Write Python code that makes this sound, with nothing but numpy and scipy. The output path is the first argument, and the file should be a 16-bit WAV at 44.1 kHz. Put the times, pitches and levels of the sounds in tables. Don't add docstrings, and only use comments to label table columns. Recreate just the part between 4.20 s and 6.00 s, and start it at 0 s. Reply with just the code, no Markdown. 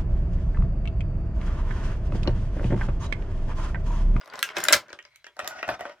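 import sys
import numpy as np
from scipy import signal
from scipy.fft import rfft, irfft
from scipy.io import wavfile
from scipy.ndimage import uniform_filter1d

SR = 44100
rng = np.random.default_rng(int(sys.argv[2]) if len(sys.argv) > 2 else 0)


def level_to_linear(level):
    exponent = np.asarray(level, float) / 20
    return 10 ** exponent


def pcm_store(signal):
    levels = np.round(np.clip(np.atleast_2d(signal), -1, 1) * 32767)
    wavfile.write(sys.argv[1], SR, levels.astype(np.int16).T)


N = 79380

# freq_hz, level_db
AIR_COLOUR = [(15, -29.5), (25, -10), (134, -10.5), (256, -39), (2160, -22), (6000, -27.5), (7000, -31.5),
              (16000, -42.5)]
# freq_hz, fade_s
ROOM_FADE = [(150, .26), (2000, .14), (12000, .11)]
# start_s, peak_db
THUMPS = [
    (0.377, -50),
    (0.533, -58),
    (0.547, -38.5),
    (0.729, -59.5),
    (1.228, -54.5),
    (1.48, -41),
    (1.52, -44.5),
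    (1.606, -54),
]
TABLE_HZ = (68, 109, 208.5)

# time_s, level_db
GRIP = [
    (0, -63),
    (.13, -54),
    (.145, -47),
    (.2, -45.5),
    (.28, -47),
    (.335, -47.5),
    (.37, -110),
]
# time_s, level_db
STRAIN = [
    (.33, -55.5),
    (.385, -31.5),
    (.47, -45.5),
    (.52, -34),
    (.61, -64.5),
    (.76, -64),
]
# time_s, level_db
CRACKLE = [(0, -69), (.12, -80), (.19, -54.5), (.22, -55), (.31, -54), (.335, -80.5), (.37, -43),
           (.43, -49), (.52, -46), (.6, -63), (.65, -79), (.8, -120)]
# time_s, level_db
DRAG = [
    (1.16, -71.5),
    (1.25, -45),
    (1.42, -52),
    (1.55, -47.5),
    (1.575, -77),
    (1.60, -49.5),
    (1.72, -55.5),
    (1.75, -68.5),
    (1.8, -77),
]
# time_s, level_db
EASE = [
    (0.839, -80),
    (.90, -91),
    (1.0, -85.5),
    (1.04, -96),
]

# freq_hz, level_db
CREAK_COLOUR = [(100, -14), (400, -5), (1330, -3), (3300, -13.5), (16000, -55.5)]
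FILM_COLOUR = [(1000, -33), (2800, -14), (5500, 2.5), (6500, -4), (12000, -16.5), (16000, -19)]
SCRAPE_COLOUR = [(100, -22.5), (620, -12.5), (1500, -17), (3300, -22.5), (3900, -24.5), (5600, -19),
                 (6600, -56.5), (16000, -47.5)]

# pitch_hz, width_hz, level_db
TRAY_HELD = [(388, 12, -4.5), (600.5, 40, 3.5), (995, 11, -1.5), (1332, 57, -12), (1566, 240, 0.5),
             (2093, 83, -5)]
TRAY_GRIPPED = [(405, 54, 2.5), (520, 38, 0), (1030, 59, 1.5), (1290, 20, -7.5), (1450, 30, 4.5),
                (2000, 150, -8.5)]
TRAY_FLAT = [(626.4, 15, 5.5), (722.4, 27, 2), (873, 36, -5), (1370, 160, -8), (1496, 52, -4.5),
             (1800, 50, 2), (1780, 380, -2), (2510, 40, -2.5)]
TRAY_SLIDING = [(624, 45, -0.5), (710, 40, -0.5), (1270, 60, -3), (1460, 40, 3.5), (1873, 100, -6),
                (2430, 24, -9), (5840, 300, -20)]
# pitch_hz, width_hz, level_db
FILM_RINGS = [(3406, 250, 0), (4100, 200, -2), (5360, 400, 0)]
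EASE_RINGS = [(2190, 140, -0.5), (3270, 120, -9.5), (3990, 77, -7)]

# start_s, peak_db, body_db, crisp_db, edge_db
PULL = [(0.012, -37.5, -11.5, -8, -45), (0.016, -42.5, -25, -39, -43), (0.0455, -66, -19, 6.5, 4),
        (0.0583, -55, 5, 5.5, -5.5), (0.076, -44.5, 2, -5, -9), (0.0995, -60, -2, 16, -21),
        (0.137, -36.5, -11, -11, -14.5), (0.1554, -38, 0, -2.5, -23), (0.166, -56.5, -18, 2, -1),
        (0.1913, -32.5, -10, -1, -2.5), (0.2276, -11, -30, -4, -11), (0.289, -27, -23, -12, -49),
        (0.3672, -16, -11.5, -9, -24), (0.3835, -26, -3.5, -12, -5.5), (0.4029, -32.5, -5, -3, -4),
        (0.4386, -28, -33.5, 3.5, 8.5), (0.4843, -6, -14.5, -7.5, -11)]
FREE = [
    (0.5253, -6, -14.5, -11.5, 1),
    (0.5292, -12, -11.5, -2, -3.5),
    (0.5311, -7, -16.5, 1, -8.5),
    (0.537, -9.5, -22, 0, -18.5),
    (0.544, -16.5, -4.5, -1.5, -19),
]
SMALL = [
    (.301, -31.5, -7, -20, -40),
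    (.372, -26, -0.5, -4.5, -24),
    (.451, -20.5, -21, -11, -16),
    (.504, -25, 1.5, -12, -16.5),
    (.695, -57.5, -1.5, 5, -15.5),
    (1.388, -33.5, -27, -30, -42),
    (1.695, -36.5, -5, -15, -29),
]
SETTLE = [
    (0.6827, -54.5, 4, -0.5, -16),
    (0.7025, -37, -3.5, -8.5, -33),
    (0.7292, -31, -5, -4.5, -24.5),
    (0.7889, -29, -21.5, -21.5, -31),
    (0.8258, -60.5, -18, 7.5, -7),
    (0.851, -45.5, -7.5, 2, -27),
    (0.9586, -45, -21, -4.5, -4.5),
    (1.043, -35.5, -14.5, -7.5, -31),
    (1.066, -32.5, -12, -12, -22.5),
]
PUSH = [
    (1.1662, -51, 8.5, -2, -6),
    (1.191, -21, -9.5, -12, -17.5),
    (1.1986, -22.5, -7, -22, -28),
    (1.2445, -34.5, -1, -6.5, -17),
    (1.275, -29, -5, 3.5, 2),
    (1.428, -17, -8, -20, -35),
    (1.5922, -35.5, 0, -27, -23),
    (1.6072, -30.5, 3.5, -14, -19.5),
    (1.6527, -32, 2.5, -18, -28.5),
]
LAND = [
    (1.478, -32, 2.5, -11, -16),
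    (1.488, -17, -2, -37, -25.5),
    (1.499, -32.5, -1, -29, -11),
    (1.512, -40.5, 8.5, -9, -25),
    (1.540, -30, -11.5, -19, -33),
]
# panel_hz, fold_hz
PULL_HZ = [(1430, 4900), (1390, 5300), (1530, 4820), (1190, 4600), (1200, 5200), (1630, 4700), (1474, 7800),
           (1630, 5300), (1460, 4410), (1960, 4100), (1610, 2700), (2230, 3160), (2560, 20000),
           (1440, 21000), (1330, 7000), (1910, 7010), (2428, 4010), (2146, 3900), (1730, 6500),
           (1605, 2100), (2326, 8200), (1620, 12000)]
SMALL_HZ = [(2110, 4000), (1620, 9900), (1440, 9900), (1236, 5000), (2350, 4900), (2640, 2800),
            (1444, 3100)]
SETTLE_HZ = [(1760, 3400), (2320, 2600), (1503, 8500), (1880, 3000), (1400, 5200), (1510, 4930),
             (2260, 6200), (2100, 2900), (1885, 3330)]
PUSH_HZ = [(1240, 5160), (1266, 5520), (1883, 2540), (1940, 3850), (1490, 7320), (1888, 2700), (1480, 3700),
           (1984, 2900), (1557, 3200)]
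LAND_HZ = [(1300, 2770), (1729, 4840), (1440, 4200), (1505, 5100), (1530, 3600)]

# level_db, then fade_s by 60 dB, then side share
RATTLE_DB = (-16, -17, -20, -21)
RATTLE_FADE_S = (.2, .13, .12, .11)
RATTLE_SIDE = (0.15, 0.36, 0.5, 0.75)
LEFT_LOUDER_DB = (1.06, 1)


def curve(rows, at, log=False):
    r = np.array(rows, float)
    if log:
        return np.interp(np.log(at), np.log(r[:, 0]), r[:, 1])
    return np.interp(at, r[:, 0], r[:, 1], left=-120)


def unit(x):
    return x / np.sqrt(np.mean(x ** 2) + 1e-20)


def peak_one(x):
    return x / np.max(np.abs(x))


def colour(x, spectrum):
    f = np.maximum(np.arange(x.shape[-1] // 2 + 1) * SR / x.shape[-1], 10)
    return irfft(rfft(x) * level_to_linear(curve(spectrum, f, True)), x.shape[-1])


def band(x, lo_hz, hi_hz):
    sos = signal.butter(2, [lo_hz, min(hi_hz, .45 * SR)], "band", fs=SR, output="sos")
    return signal.sosfilt(sos, x)


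def ring(x, peaks):
    return sum(level_to_linear(db) * signal.lfilter(*signal.iirpeak(hz, hz / w, SR), x) for hz, w, db in peaks)


def walk(rate):
    k = int(SR / rate)
    steps = np.repeat(rng.standard_normal(N // k + 1), k)
    return unit(uniform_filter1d(steps, k)[:N])


def air():
    n = rng.standard_normal((3, N))
    return level_to_linear(-68 - 6.0) * unit(colour(n[0] + 0.58 * n[1:], AIR_COLOUR))


def room(x):
    t = np.arange(SR // 2) / SR
    echo = 0
    for hz in 125 * 2 ** np.arange(8):
        n = rng.standard_normal((3, len(t)))
        alike = np.clip(0.87 + 150 / hz, 0, 1)
        n = band(np.sqrt(alike) * n[0] + np.sqrt(1 - alike) * n[1:], hz / np.sqrt(2), hz * np.sqrt(2))
        echo = echo + n * level_to_linear(-60 * t / curve(ROOM_FADE, hz, True))
    echo = echo * (t > 0.0091)
    return signal.fftconvolve(x[None], echo / np.sqrt(np.sum(echo ** 2) / 2), axes=1)[:, :N]


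def thumps():
    out, t = np.zeros(2 * N), np.arange(12000) / SR
    fade_s = 0.11
    for s, db in THUMPS:
        g = rng.standard_normal(3)
        boom = sum(level_to_linear(a) * np.sin(2 * np.pi * hz * (1 + 0.066 * a) * t) for hz, a in zip(TABLE_HZ, g))
        swell = (1 - np.exp(-t / 0.0013)) ** 2
        i = int(s * SR)
        out[i:i + t.size] += level_to_linear(db + 11.5 - 60 * t / fade_s) * swell * peak_one(boom)
    return out[:N]


def rub(control, tray, spectrum, rate, spread_db, ring_share, flicker_db):
    u = rng.random((3, 2, N))
    happens, sign = u[0] < rate / SR, np.sign(u[1] - .5)
    clicks = unit(happens * sign * level_to_linear(-spread_db * np.log(u[2] + 1 / 40)))
    x = clicks * level_to_linear(curve(control, np.arange(N) / SR) + flicker_db * walk(70))
    bends = [level_to_linear(3.0 * walk(16)) for _ in tray]

    def rubbed(v):
        return colour(v, spectrum)

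    def rings(v):
        return band(sum(b * ring(v, [m]) for b, m in zip(bends, tray)), 440, 7800)

    def levelled(f):
        return f(x) / np.std(f(clicks[0]))

    return (levelled(rubbed) + ring_share * levelled(rings)) * np.array([[1], [.35]])


def panel_ring(t, hz, g):
    pitch = hz * np.array([1, .84, 1.27]) * (1 + 0.015 * g[0] * np.sign(np.arange(3)))
    notes = level_to_linear(-5 * np.arange(3) + 2 * g[1]) @ np.sin(2 * np.pi * pitch[:, None] * t)
    return notes * (1 - np.exp(-t / 0.00083)) * level_to_linear(-60 * t / 0.048)


def snaps(rows, shape, rise_s, pitches):
    out, t = np.zeros((2, 2 * N)), np.arange(6000) / SR
    edges = [(300, 1200), (1200, 3000), (3000, 6500), (6500, 15500)]  # body, crack, crisp, edge (Hz)
    filters = [signal.butter(3, e, "band", fs=SR, output="sos") for e in edges]

    def only(v, k):
        return signal.sosfilt(filters[k], v)

    for (s, db, body_db, crisp_db, edge_db), (panel_hz, fold_hz) in zip(rows, pitches):
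        n, g = rng.standard_normal((6, t.size)), rng.standard_normal((2, 3))
        shifts = rng.standard_normal((len(shape), 2))
        tray = [(f * (1 + .03 * a), w, d + 4 * b) for (f, w, d), (a, b) in zip(shape, shifts)]
        folds = [(fold_hz, 200, 14)]
        folds += [(f, 900, 0) for f in 3200 * 2 ** (2.1 * rng.random(4))]

        def hit(k, decay_s):
            return n[k] * np.exp(-t / decay_s) * (1 - np.exp(-t / rise_s))

        low, mid, crisp, edge = hit(0, 0.0034), hit(1, 0.0016), hit(2, 0.0015), hit(3, 0.0012)
        body = peak_one(peak_one(only(low, 0)) + 1.6 * peak_one(only(ring(low, tray), 0)))
        crack = level_to_linear(-10.5) * peak_one(only(mid, 1))
        crack = crack + level_to_linear(-7) * peak_one(panel_ring(t, panel_hz, g))
        crack = crack + level_to_linear(-4.5) * peak_one(only(ring(mid, tray), 1))
        crisp = peak_one(only(crisp + 0.4 * ring(crisp, folds), 2))
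        edge = peak_one(only(edge + 8.4 * ring(edge, folds), 3))

        rattle = n[4:] * level_to_linear(0.57 * unit(uniform_filter1d(rng.standard_normal(t.size), 90)))
        rattle = .5 * rattle + 0.5 * ring(rattle, tray) + ring(rattle, folds)

        i = int(s * SR)
        levels = (body_db + 3, 0, crisp_db + 4.5, edge_db + 5.5)
        for k, (part, rel_db) in enumerate(zip((body, crack, crisp, edge), levels)):
            fade = level_to_linear(RATTLE_DB[k] - 60 * t / RATTLE_FADE_S[k]) * (1 - np.exp(-t / 0.003))
            tail = fade * unit(only(rattle, k))
            late = 1.3 * np.sign(g[1, 2]) * np.roll(part, 23)
            both = np.array([part + tail[0], RATTLE_SIDE[k] * (tail[1] + late)])
            out[:, i:i + t.size] += level_to_linear(db + rel_db) * both
    return out[:, :N]


def ports(ms, left_louder_db, lag_s):
    f = np.arange(N // 2 + 1) * SR / N
    left = irfft(rfft(ms[0] + ms[1]) * np.exp(-2j * np.pi * f * lag_s), N)
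    right = ms[0] - ms[1]
    return np.array([left * level_to_linear(left_louder_db / 2), right * level_to_linear(-left_louder_db / 2)])


def scene():
    held = snaps(PULL + FREE, TRAY_HELD, 0.00011, PULL_HZ)
    held += snaps(SMALL, TRAY_HELD, 0.0004, SMALL_HZ)
    aside = snaps(SETTLE, TRAY_HELD, 0.000056, SETTLE_HZ)
    aside += snaps(PUSH, TRAY_FLAT, 0.001, PUSH_HZ)
    aside += snaps(LAND, TRAY_FLAT, 0.0023, LAND_HZ)
    held += rub(GRIP, TRAY_GRIPPED, CREAK_COLOUR, rate=1700, spread_db=4.0, ring_share=0.95, flicker_db=5.0)
    held += rub(STRAIN + EASE[:1], TRAY_HELD, CREAK_COLOUR,
                rate=1700, spread_db=1.5, ring_share=0.95, flicker_db=3.5)
    held += rub(CRACKLE, FILM_RINGS, FILM_COLOUR, rate=2200, spread_db=4.5, ring_share=.7, flicker_db=2.5)
    aside[0] += thumps()
    aside += rub(DRAG, TRAY_SLIDING, SCRAPE_COLOUR, rate=4000, spread_db=2.0, ring_share=1.71, flicker_db=2.5)
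    aside += rub(EASE, EASE_RINGS, AIR_COLOUR, rate=1300, spread_db=-4.5, ring_share=11.0, flicker_db=0.5)
    direct = ports(held, LEFT_LOUDER_DB[0], 0) + ports(aside, LEFT_LOUDER_DB[1], 0.00007)
    return direct + level_to_linear(-14) * room(held[0] + aside[0]) + air()


def band_limit(x):
    return signal.sosfilt(signal.butter(12, 16640, fs=SR, output="sos"), x)


def record(dry):
    cut = signal.sosfilt(signal.butter(2, 45, "high", fs=SR, output="sos"), dry)
    rounded = .9 * np.tanh(cut / .9)
    mix = signal.sosfilt(signal.ellip(8, .2, 70, 16000, fs=SR, output="sos"), rounded)
    return band_limit(mix)


dry = scene()
out = record(dry)
pcm_store(out)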